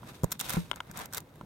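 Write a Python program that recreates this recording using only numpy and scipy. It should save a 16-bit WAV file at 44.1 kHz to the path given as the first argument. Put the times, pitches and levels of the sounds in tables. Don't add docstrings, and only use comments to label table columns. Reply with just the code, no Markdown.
import sys
import numpy as np
from scipy import signal
from scipy.fft import rfft, irfft
from scipy.io import wavfile

SR = 44100
rng = np.random.default_rng(int(sys.argv[2]) if len(sys.argv) > 2 else 0)


def wrap_up_sound(samples):
    columns = np.atleast_2d(samples).T
    tamed = np.clip(columns, -1, 1)
    steps = np.round(tamed * 32767).astype(np.int16)
    wavfile.write(sys.argv[1], SR, steps)


N = 63945


def amp(db):
    return 10 ** (np.asarray(db) / 20)


def unit(x):
    return x / np.sqrt(np.mean(x ** 2))


def add(out, start, sound, pan_db):
    i = int(start * SR)
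    out[:, i:i + sound.shape[1]] += (sound * amp([[pan_db / 2], [-pan_db / 2]]))[:, :N - i]


def colour(x, points):
    size = 4096
    hz, db = np.array(points, float).T
    bin_hz = np.arange(size // 2 + 1) * SR / size
    gain = unit(amp(np.interp(np.log(bin_hz + 1), np.log(hz), db)))
    cepstrum = irfft(np.log(gain))
    cepstrum[1:size // 2] *= 2
    cepstrum[size // 2 + 1:] = 0
    impulse = irfft(np.exp(rfft(cepstrum)))
    return signal.fftconvolve(x, impulse[None], axes=1)[:, :x.shape[1]]


def rolloff(hz, corner_hz):
    return 1 / np.sqrt(1 + (hz / corner_hz) ** 4)


def wander(rate_hz):
    return np.interp(np.arange(N) * rate_hz / SR, np.arange(N), rng.standard_normal(N))


def port_noise(likeness, size=N):
    mid, side = rng.standard_normal((2, size))
    return np.sqrt((1 + likeness) / 2) * mid + np.sqrt((1 - likeness) / 2) * np.array([side, -side])


def port_times(lag_s, size):
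    return np.maximum(np.arange(size) / SR - np.array([[0], [lag_s]]), 0)


# (time [s], level [dB])
RUMBLE_RIDE = [(0, -51), (0.16, -50.5), (0.22, -53), (0.29, -49.5), (0.42, -55), (0.51, -45.5),
               (0.64, -52.5), (0.72, -52.5), (0.85, -56.5), (0.97, -48.5), (1.1, -54), (1.2, -52.5),
               (1.33, -56), (1.45, -48.5)]
# (frequency [Hz], relative gain [dB])
RUMBLE_EQ = [(20, -24), (50, -7), (100, -5), (155, -2), (230, -10), (300, -11), (500, -20.5), (1000, -27),
             (3000, -67)]
# (frequency [Hz], relative gain [dB])
AIR_EQ = [(100, 0.5), (500, 9.5), (1100, -3), (2000, -9), (3200, -15), (8000, -20), (16000, -16.5)]

def background():
    rumble_db = np.interp(np.arange(N) / SR, *np.array(RUMBLE_RIDE).T)
    rumble = colour(port_noise(likeness=1), RUMBLE_EQ) * amp(rumble_db)
    air = colour(port_noise(likeness=0.72), AIR_EQ) * amp(-61.5)
    return rumble + air


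# (time [s], hiss level [dB], rasp level [dB])
RUB_RIDE = [(0, -66.5, -61.5), (0.06, -62.5, -60), (0.09, -49.5, -49), (0.125, -63.5, -60),
            (0.154, -55, -59), (0.19, -63.5, -65), (0.305, -68.5, -60), (0.325, -52, -52), (0.35, -57, -58),
            (0.387, -72, -77), (0.404, -33, -59), (0.412, -40, -35.5), (0.424, -50, -53), (0.458, -42, -46),
            (0.477, -47.5, -48.5), (0.501, -39, -38.5), (0.518, -42, -44), (0.538, -43, -37.5),
            (0.555, -47.5, -44.5), (0.573, -47.5, -42.5), (0.609, -52, -59), (0.66, -61.5, -63),
            (0.74, -66.5, -63.5), (0.773, -63, -50.5), (0.798, -72, -63), (0.887, -64, -60.5),
            (0.905, -65, -52.5), (0.928, -67, -62.5), (0.956, -52.5, -45.5), (0.98, -51.5, -48.5),
            (0.999, -49, -39.5), (1.014, -49.5, -46.5), (1.058, -56.5, -50), (1.075, -75, -61.5),
            (1.119, -66, -63), (1.138, -60, -47), (1.16, -48, -49), (1.182, -50, -39.5),
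            (1.197, -63, -59.5), (1.23, -73.5, -65), (1.45, -69, -65.5)]
# (frequency [Hz], relative gain [dB])
HISS_EQ = [(500, -20), (1800, 2), (2600, 8), (3600, 7.5), (4800, 4.5), (7000, -1.5), (10000, -0.5),
           (12500, -0.5), (16000, -8)]
# (frequency [Hz], relative gain [dB])
RASP_EQ = [(60, -12), (160, 1), (260, -13.5), (500, -0.5), (720, 0), (930, 5), (1200, 2), (1600, -3.5),
           (2100, -2.5), (3500, -23.5), (9000, -46)]

def rubbing():
    slips_per_s, slip_spread_db = 6000, 3
    judder_db, judder_hz = 1.5, 164.2
    times, hiss_db, rasp_db = np.array(RUB_RIDE).T
    t = np.arange(N) / SR
    slipping = rng.random(N) < slips_per_s / SR
    strength = amp(slip_spread_db * np.minimum(rng.exponential(size=N), 2))
    slips = unit(slipping * strength * amp(judder_db * wander(judder_hz)))
    hiss = slips * port_noise(likeness=0.12) * amp(np.interp(t, times, hiss_db))
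    rasp = slips * port_noise(likeness=0.2) * amp(np.interp(t, times, rasp_db))
    return colour(hiss, HISS_EQ) + colour(rasp, RASP_EQ)


# (time [s], level [dB], decay [s], pan L-R [dB])
SNAG_CUES = [(0.09, -60, .001, -7), (0.2342, -34.5, 0.00041, 1), (0.242, -29, 0.0015, 2),
             (0.3072, -46.5, 0.0031, 5), (0.3181, -24.5, 0.0014, -1), (0.322, -24, 0.0012, -1.5),
             (0.3265, -36, 0.0016, 15.5), (0.3942, -33, 0.0011, -13), (0.3998, -32, 0.00051, 19),
             (0.4029, -45, 0.0025, 12), (0.4108, -27, 0.00053, -13), (0.431, -50, 0.00085, 2),
             (0.4522, -41.5, 0.00067, -9), (0.4868, -39, 0.0014, 7), (0.4947, -27, .0013, -10),
             (0.5040, -26, 0.0015, 2), (0.5268, -35, 0.0034, 0), (0.5347, -31, 0.0022, -2),
             (0.539, -39, 0.003, -2), (0.5693, -53, 0.0021, -7), (0.594, -43, 0.00069, -3),
             (0.7594, -38.5, 0.00093, 0.5), (0.9129, -41, 0.0011, 3), (0.9735, -32.5, 0.00093, 3),
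             (0.978, -41, 0.00047, 11), (0.991, -35, 0.00053, 2), (0.999, -44, 0.00083, -10),
             (1.0572, -36.5, 0.00082, -5.5), (1.1262, -39, .001, -1), (1.1342, -31.5, 0.0032, 0),
             (1.1461, -31, 0.0026, -6), (1.1551, -43.5, .001, -5), (1.1692, -37.5, 0.0023, 0),
             (1.1715, -30, 0.0035, 4.5), (1.1803, -27, 0.00074, -1), (1.2036, -40.5, 0.00066, -2),
             (1.3570, -55, 0.001, -1)]
# (frequency [Hz], relative gain [dB])
SNAG_EQ = [(100, -15.5), (600, -8.5), (1000, -3), (1550, 3.5), (2200, -8.5), (3600, -1), (5000, 0),
           (8000, 0.5), (10000, -1.5), (12500, 2), (16000, -1)]

def snags():
    rise_s, strain_db, strain_s = 0.00054, -13.5, 0.0017
    out = np.zeros((2, N))
    t = np.arange(-SR // 50, SR // 20) / SR
    strain = amp(strain_db) * np.exp(-np.abs(t) / strain_s)
    since_hold = np.maximum(t - 2 * rise_s, 0)
    for start, db, decay_s, pan_db in SNAG_CUES:
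        burst = np.clip(t / rise_s, 0, 1) * np.exp(-since_hold / decay_s)
        scrape = np.maximum(burst, strain) * port_noise(likeness=0.29, size=len(t))
        add(out, start + t[0], amp(db) * scrape, pan_db)
    return colour(out, SNAG_EQ)


# (frequency [Hz], Q, send level [dB])
CASING_RINGS = [(1594, 11.7, -4.5), (3720, 11.7, -4.5), (5450, 37, -5), (6820, 43, 1), (8450, 28, 0.5),
                (12200, 110, 2), (11800, 61, -7)]

def casing(friction):
    smear_db, smear_s = -10, 0.0044
    ringing = friction + sum(amp(db) * signal.lfilter(*signal.iirpeak(hz, q, fs=SR), friction)
                             for hz, q, db in CASING_RINGS)
    t = np.arange(SR // 20) / SR
    smear = rng.standard_normal(len(t)) * np.exp(-t / smear_s)
    smear /= np.linalg.norm(smear)
    return ringing + amp(smear_db) * signal.fftconvolve(ringing, smear[None], axes=1)[:, :N]


# (time [s], pre-filter level [dB], brightness [Hz], ring t60 [s], pan L-R [dB])
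BUMP_CUES = [(0.033, -40, 90, 0.089, -4), (0.2351, -13.5, 347, .05, -1.5), (0.2431, -15.5, 895, 0.015, -10),
             (0.354, -28, 114, 0.032, 3), (0.542, -18.5, 203, 0.023, 4.5), (0.5687, -16.5, 267, .15, 1),
             (0.77, -40, 200, 0.056, -4), (0.8970, -32, 170, 0.065, 0), (0.976, -33, 177, 0.05, 6),
             (1.179, -34, 252, 0.053, -1), (1.41, -29, 204, 0.024, 0)]
# (frequency [Hz], relative level [dB], share of the ring t60)
BUMP_MODES = [(68, -11, 0.4), (120, -19, .55), (170.6, -0.5, 1), (314, -5.5, 0.49), (411, -8, 0.72),
              (472, -12, 0.78), (602, -11.5, 1), (927, -5, 1)]

def bumps():
    out = np.zeros((2, N))
    t = port_times(lag_s=0.00024, size=SR // 4)
    detune = 1 + 0.036 * np.array([[.5], [-.5]])
    for start, db, bright_hz, t60, pan_db in BUMP_CUES:
        ring = np.zeros_like(t)
        for hz, mode_db, share in BUMP_MODES:
            envelope = amp(mode_db - 60 * t / (t60 * share))
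            ring += envelope * rolloff(hz, bright_hz) * np.sin(2 * np.pi * hz * detune * t)
        attack = np.minimum(t * bright_hz * 2, 1)
        add(out, start, amp(db) * ring * attack, pan_db)
    return out


# (time [s], pre-filter level [dB], low cut [Hz], brightness [Hz], pan L-R [dB])
CLACK_CUES = [(0.0317, -25, 590, 1230, -7), (0.2353, -21.5, 396, 1210, 13.5),
              (0.5685, -19.5, 400, 1500, -9), (0.7134, -15.5, 292, 6100, 12), (0.7314, -26, 500, 2110, 13),
              (0.7397, -37, 700, 3200, 15), (0.8038, -10.5, 1250, 2140, 0), (1.4110, -21, 500, 1480, -3)]
# (frequency [Hz], relative level [dB], t60 [s])
PLASTIC_MODES = [(352, -18, 0.026), (596, -18, 0.022), (987, -11, 0.02), (1397, -13, 0.021),
                 (1616, -16.5, 0.014), (2133, -16, 0.015), (3040, 3, 0.006), (3450, -12, 0.016),
                 (3760, -16, 0.016), (5100, -22, 0.01), (8650, -4, 0.0077)]

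def clacks():
    rise_s, phase_spread_rad = 0.00066, 0.62
    crack_db, crack_s, tail_db, tail_s = -18, 0.0024, -35, 0.0036
    out = np.zeros((2, N))
    t = port_times(lag_s=0.00007, size=SR // 10)
    attack = np.minimum(t / rise_s, 1)
    crack_envelope = amp(crack_db) * np.exp(-t / crack_s) + amp(tail_db) * np.exp(-t / tail_s)
    for start, db, low_hz, bright_hz, pan_db in CLACK_CUES:
        phases = phase_spread_rad * rng.standard_normal((len(PLASTIC_MODES), 2, 1))
        ring = np.zeros_like(t)
        for k, (hz, mode_db, t60) in enumerate(PLASTIC_MODES):
            high_cut = rolloff(hz, bright_hz) ** 2
            low_cut = rolloff(low_hz, hz)
            envelope = amp(mode_db - 60 * t / t60) * high_cut * low_cut
            ring += (-1) ** k * envelope * np.sin(2 * np.pi * hz * t + phases[k])
        crack = port_noise(likeness=0.34, size=SR // 10) * crack_envelope
        crack = signal.lfilter(*signal.butter(1, bright_hz, fs=SR), crack)
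        add(out, start, amp(db) * (ring + crack) * attack, pan_db)
    return out


def scene():
    return casing(rubbing() + snags()) + clacks() + bumps() + background()


def record(dry):
    low_cut_hz, narrow_above_hz, top_hz = 31, 9200, 16100
    left, right = signal.sosfilt(signal.butter(2, low_cut_hz, "high", fs=SR, output="sos"), dry)
    mid, side = (left + right) / 2, (left - right) / 2
    width = rolloff(np.arange(N + 1) * SR / (2 * N), narrow_above_hz)
    side = irfft(rfft(side, 2 * N) * width)[:N]
    top_cut = signal.ellip(10, .2, 80, top_hz, fs=SR, output="sos")
    return signal.sosfilt(top_cut, np.array([mid + side, mid - side]))


dry = scene()
out = record(dry)
wrap_up_sound(out)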